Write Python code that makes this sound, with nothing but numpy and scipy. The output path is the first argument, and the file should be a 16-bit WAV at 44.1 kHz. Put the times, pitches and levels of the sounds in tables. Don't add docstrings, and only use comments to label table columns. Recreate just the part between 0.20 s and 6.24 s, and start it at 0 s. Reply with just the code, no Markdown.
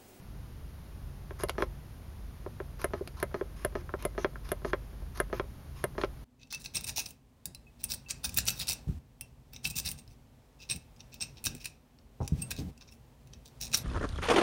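import sys
import numpy as np
from scipy import signal
from scipy.fft import rfft, irfft
from scipy.io import wavfile

SR = 44100
rng = np.random.default_rng(int(sys.argv[2]) if len(sys.argv) > 2 else 0)


def wav_out(sig):
    wavfile.write(sys.argv[1], SR, np.round(np.clip(np.atleast_2d(sig).T, -1, 1) * 32767).astype(np.int16))


N = 266452
RING_S = np.arange(8192) / SR


def from_db(db):
    return 10 ** (np.asarray(db) / 20)


def add(track, start_s, sound):
    at = int(round(start_s * SR))
    track[at:at + len(sound)] += sound[:N - at]


def noise(colour, size):
    colour_hz, colour_db = np.transpose(colour)
    bins_hz = np.maximum(np.fft.rfftfreq(size, 1 / SR), 1)
    gain = from_db(np.interp(np.log(bins_hz), np.log(colour_hz), colour_db))
    x = irfft(rfft(rng.standard_normal(size)) * gain, size)
    return x / x.std()


def burst(colour, t60_s, rise_s):
    decay = from_db(-60 * RING_S / t60_s)
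    onset = 1 - np.exp(-RING_S / rise_s)
    return noise(colour, len(RING_S)) * decay * onset


def low_pass(x, corner_hz):
    return signal.sosfilt(signal.butter(2, min(corner_hz, .45 * SR), fs=SR, output="sos"), x)


def peak(x, hz, width_hz):
    return signal.lfilter(*signal.iirpeak(hz, hz / width_hz, fs=SR), x)


def struck(hz, t60_s, level_db, vary_db):
    decay_per_s = np.log(1000) / t60_s
    height = from_db(level_db + vary_db * rng.standard_normal(len(hz)))
    amplitude = height * 2 * decay_per_s / SR
    envelopes = np.exp(-np.outer(decay_per_s, RING_S))
    return amplitude @ (envelopes * np.sin(2 * np.pi * np.outer(hz, RING_S)))


# (frequency [Hz], relative level [dB per Hz])
AIR_COLOUR = [(18, -15.5), (27, -14), (35, -10), (55, -4.5), (100, -9), (160, -14.5), (220, -19.5),
              (300, -23.5), (500, -29.5), (1000, -32.5), (2500, -41), (6300, -45.5), (11700, -44),
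              (16000, -53.5)]
# (frequency [Hz], level [dB], wavering rate [1/s])
HUM_TONES = [(48.6, -47, 2.9), (73.04, -52, 1.3), (135.6, -58.5, 1.5)]


def hum(air_db=-46.5, waver=0.65):
    t_s = np.arange(N) / SR
    out = from_db(air_db) * noise(AIR_COLOUR, N)
    for hz, level_db, rate_hz in HUM_TONES:
        slow_colour = [(rate_hz, 0), (4 * rate_hz, -24), (16 * rate_hz, -100)]
        drift = noise(slow_colour, N) + 1j * noise(slow_colour, N)
        tone = ((1 + waver * drift) * np.exp(2j * np.pi * hz * t_s)).real
        out = out + from_db(level_db) * tone / tone.std()
    return out


# (frequency [Hz], t60 before ring_share [s],
#   level by press [dB], level by release [dB], level by stem knock [dB])
PANEL_MODES = [(132, 0.052, 18, 8, 9), (200.9, 0.099, 15, 6.5, 4), (264, 0.13, -2, 11, 0),
               (355, 0.26, -26, 15, -24), (419, 0.078, 10, 11.5, 13), (455, 0.078, 17, 8, 9),
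               (510.5, 0.058, 6, 15, 11), (571, 0.073, 15, 8.5, 14), (598, 0.055, 14.5, 6, 11),
               (657, 0.04, 11.5, 9, 1.5), (755, 0.064, -9, -14, 5.5), (840, .06, -2, 5.5, 6),
               (958, 0.07, 9.5, 15.5, 11), (1058, 0.048, 7.5, -1.5, 12.5), (1184, 0.055, -7, 11.5, 8),
               (1262, 0.048, 7.5, 6, -2), (1369, 0.026, 4.5, -2, 10), (1587, 0.018, 7, 4, 11),
               (1729, 0.026, 1.5, -2.5, -5), (1843, 0.047, -17, -8, 1), (2057, 0.058, 5, -36, -1.5),
               (2180, 0.037, -30, -39, -1.5), (2810, 0.03, -3, -12, -6), (3253, 0.036, -7, -23.5, 0),
               (4120, 0.034, -10, -8.5, -8), (5005, .015, -14, -19, -10), (5780, 0.0148, -30, -13, -17)]
BY_PRESS, BY_RELEASE, BY_KNOCK = 0, 1, 2


def panel_blow(kind, vary_db, level_db, corner_hz, clack_db, clack_hz,
               ring_share=1, clack_q=2.9, radiate_hz=150):
    hz, t60_s, *levels_db = np.transpose(PANEL_MODES)
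    x = struck(hz, ring_share * t60_s, levels_db[kind], vary_db)
    x = x + (from_db(clack_db) - 1) * peak(x, clack_hz, clack_hz / clack_q)
    for delay_hz, width_hz in ((460.0, 230), (1040, 520), (2300, 190), (4215, 490)):
        x = x - 2 * peak(x, delay_hz, width_hz)
    x = signal.sosfilt(signal.butter(2, radiate_hz, "high", fs=SR, output="sos"), x)
    return from_db(level_db) * low_pass(x, corner_hz)


def fidgets(count=8, first_s=2.45, last_s=5.6, level_db=-25, corner_hz=1100, vary_db=2.5):
    out = np.zeros(N)
    slot_s = (last_s - first_s) / count
    for k, chance in enumerate(rng.random(count)):
        nudge = panel_blow(BY_KNOCK, vary_db, level_db, corner_hz, clack_db=0, clack_hz=corner_hz)
        add(out, first_s + slot_s * (k + chance), nudge)
    return out


# (frequency [Hz], width [Hz], level [dB])
STEM_MODES = [(1053, 188, 17), (1680, 550, 11), (2253, 840, 6.5), (4183, 1200, -0.5), (5020, 333, 5.5),
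              (5700, 283, 2.5), (6390, 350, 3.5), (10100, 2500, -2.5), (12500, 2000, -5.5)]


def rub(length_s, level_db, grain_db=4.0, vary_db=2.5):
    size = int(length_s * SR)
    grain = noise([(100, -19), (400, -15), (2000, -18)], size)
    friction = rng.standard_normal(size) * from_db(grain_db * grain)
    x = np.zeros(size)
    for k, (hz, width_hz, mode_db) in enumerate(STEM_MODES):
        gain = from_db(mode_db + vary_db * rng.normal())
        x += gain * (-1) ** k * peak(friction, hz, width_hz)
    return from_db(level_db) * x / x.std() * signal.windows.tukey(size, .3)


# (frequency [Hz], relative level [dB per Hz])
TICK_COLOUR = [(500, 4.5), (1200, 3.5), (2000, 1.5), (2800, -0.5), (3400, -6), (4200, -0.5), (6000, -10),
               (9000, -5.5), (10700, -1.5), (13000, -9), (16000, -20)]


def tick(level_db, corner_hz):
    return from_db(level_db) * low_pass(burst(TICK_COLOUR, t60_s=0.017, rise_s=0.00024), corner_hz)


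# (time [s], clack level [dB], inward rub level [dB], catch level [dB])
PRESSES = [(1.2349, -2.5, -49, -36.5), (2.6430, 5.5, -50.5, -33), (3.0274, 4.5, -52.5, -35.5),
           (3.448, 5, -57, -50), (3.8512, -5, -53, -34.5), (4.3171, 0, -55, -37),
           (5.0010, 10.5, -50.5, -34.5), (5.6400, 6, -57, -55)]
# (time [s], clack level [dB], outward rub level [dB])
RELEASES = [(1.3816, -0.5, -51), (2.735, -2, -57.5), (3.1430, -1.5, -58.5), (3.5534, -1, -57.5),
            (3.9790, -1.5, -51.5), (4.4476, 0, -52), (5.1284, -0.5, -51), (5.7806, -1, -51)]
# (time [s], level [dB], brightness corner [Hz])
SIDE_TICKS = [(1.286, -32, 15300), (1.295, -21, 11900), (1.421, -34, 12000), (2.8749, -32.5, 11600),
              (5.8144, -28, 6100), (5.845, -32, 6000)]


def stem(usual_in_s=.068, usual_rub_db=-53, halving_db=9, over_s=.009, out_s=0.067,
         catch_lead_s=.027, catch_corner_hz=15000):
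    out = np.zeros(N)
    for press_s, _, rub_db, catch_db in PRESSES:
        travel_s = usual_in_s * .5 ** ((rub_db - usual_rub_db) / halving_db)
        add(out, press_s - travel_s, rub(travel_s + over_s, rub_db))
        add(out, press_s - catch_lead_s, tick(catch_db, catch_corner_hz))
    for release_s, _, rub_db in RELEASES:
        add(out, release_s, rub(out_s, rub_db))
    for tick_s, level_db, corner_hz in SIDE_TICKS:
        add(out, tick_s, tick(level_db, corner_hz))
    return out


# (time [s], level [dB], brightness corner [Hz], clack level [dB], clack frequency [Hz])
KNOCKS = [(1.1078, -14.5, 3000, -2, 1300), (1.1990, -20, 5020, 8, 1100), (1.2944, -17.5, 9000, 17.5, 2790),
          (1.405, -7.5, 2500, -13, 1500), (1.4230, 0, 5750, 3.5, 1160), (2.2623, -9, 1350, -13, 1560),
          (2.4016, -13, 2600, 7, 398), (2.8087, -11.5, 520, 9.5, 423), (3.2111, -12, 2590, 12.5, 415),
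          (3.692, -26, 4000, 17, 1270), (3.7386, -4, 1485, 4.5, 1360), (4.0458, 2, 4530, 1.5, 1800),
          (4.157, -26.5, 2200, 17, 1520), (4.5328, -0.5, 5200, 7, 1660), (5.1971, -2, 4500, -6.5, 1707),
          (5.8136, -11, 7000, 4, 2000), (5.836, 1.5, 3980, -28.5, 1730)]


def knocks(vary_db=1.5, ring_share=0.82):
    out = np.zeros(N)
    for knock_s, *blow in KNOCKS:
        add(out, knock_s, panel_blow(BY_KNOCK, vary_db, *blow, ring_share=ring_share))
    return out


SWITCH_CLACK_HZ, SWITCH_VARY_DB = 1600, 1.5


def releases(ease_lead_s=.029, ease_db=-23, ease_corner_hz=1580, ease_vary_db=1.5,
             level_db=.7, corner_hz=5950, open_db=-3, bounce_s=.00475, bounce_db=-7):
    out = np.zeros(N)
    for release_s, clack_db, _ in RELEASES:
        ease = panel_blow(BY_KNOCK, ease_vary_db, ease_db, ease_corner_hz, clack_db, SWITCH_CLACK_HZ)
        add(out, release_s - ease_lead_s, ease)
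        for lag_s, hit_db in ((0, open_db), (bounce_s, bounce_db)):
            hit = panel_blow(BY_RELEASE, SWITCH_VARY_DB, level_db + hit_db, corner_hz,
                             clack_db, SWITCH_CLACK_HZ)
            add(out, release_s + lag_s, hit)
    return out


# (frequency [Hz], t60 [s], level [dB])
SPRING_MODES = [(9320, 0.081, 1.5), (9960, 0.038, -8.5), (10200, 0.018, 0), (10700, 0.03, -19),
                (11180, 0.062, -0.5), (12000, .035, -12.5)]
# (frequency [Hz], relative level [dB per Hz])
SNAP_COLOUR = [(2000, -8), (5000, -21.5), (8500, -9), (9600, -4), (10600, 7.5), (11600, -4.5), (12800, -14),
               (14200, -15), (16000, -25.5)]


def spring_snap(level_db=-1, snap_db=-23):
    ring = struck(*np.transpose(SPRING_MODES), SWITCH_VARY_DB)
    snap = burst(SNAP_COLOUR, t60_s=0.015, rise_s=0.00032)
    return from_db(level_db) * (ring + from_db(snap_db) * snap)


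def presses(level_db=-0.98, corner_hz=9000, spring_lag_s=.0007):
    out = np.zeros(N)
    for press_s, clack_db, _, _ in PRESSES:
        hit = panel_blow(BY_PRESS, SWITCH_VARY_DB, level_db, corner_hz, clack_db, SWITCH_CLACK_HZ)
        add(out, press_s, hit)
        add(out, press_s + spring_lag_s, spring_snap())
    return out


# (frequency [Hz], relative level [dB per Hz])
SCATTER_COLOUR = [(200, -5), (500, 13), (1000, -1), (2000, 2), (4000, 3), (8000, 3.5), (11000, -6),
                  (16000, 0)]


def cabin(x, near_db=-11, near_t60_s=0.036, far_db=-20, far_t60_s=0.12, rise_s=0.0054):
    response = np.zeros(len(RING_S))
    for level_db, t60_s in ((near_db, near_t60_s), (far_db, far_t60_s)):
        echoes = burst(SCATTER_COLOUR, t60_s, rise_s)
        response += from_db(level_db) * echoes / np.linalg.norm(echoes)
    return x + signal.fftconvolve(x, response)[:N]


def scene():
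    background = hum()
    button = fidgets() + stem() + knocks() + releases() + presses()
    return (cabin(button) + background)[None]


def record(dry, notch_hz=7886, notch_width_hz=2290, cutoff_hz=16000):
    notched = dry - peak(dry, notch_hz, notch_width_hz)
    return signal.sosfilt(signal.ellip(10, .1, 80, cutoff_hz, fs=SR, output="sos"), notched)


dry = scene()
out = record(dry)
wav_out(out)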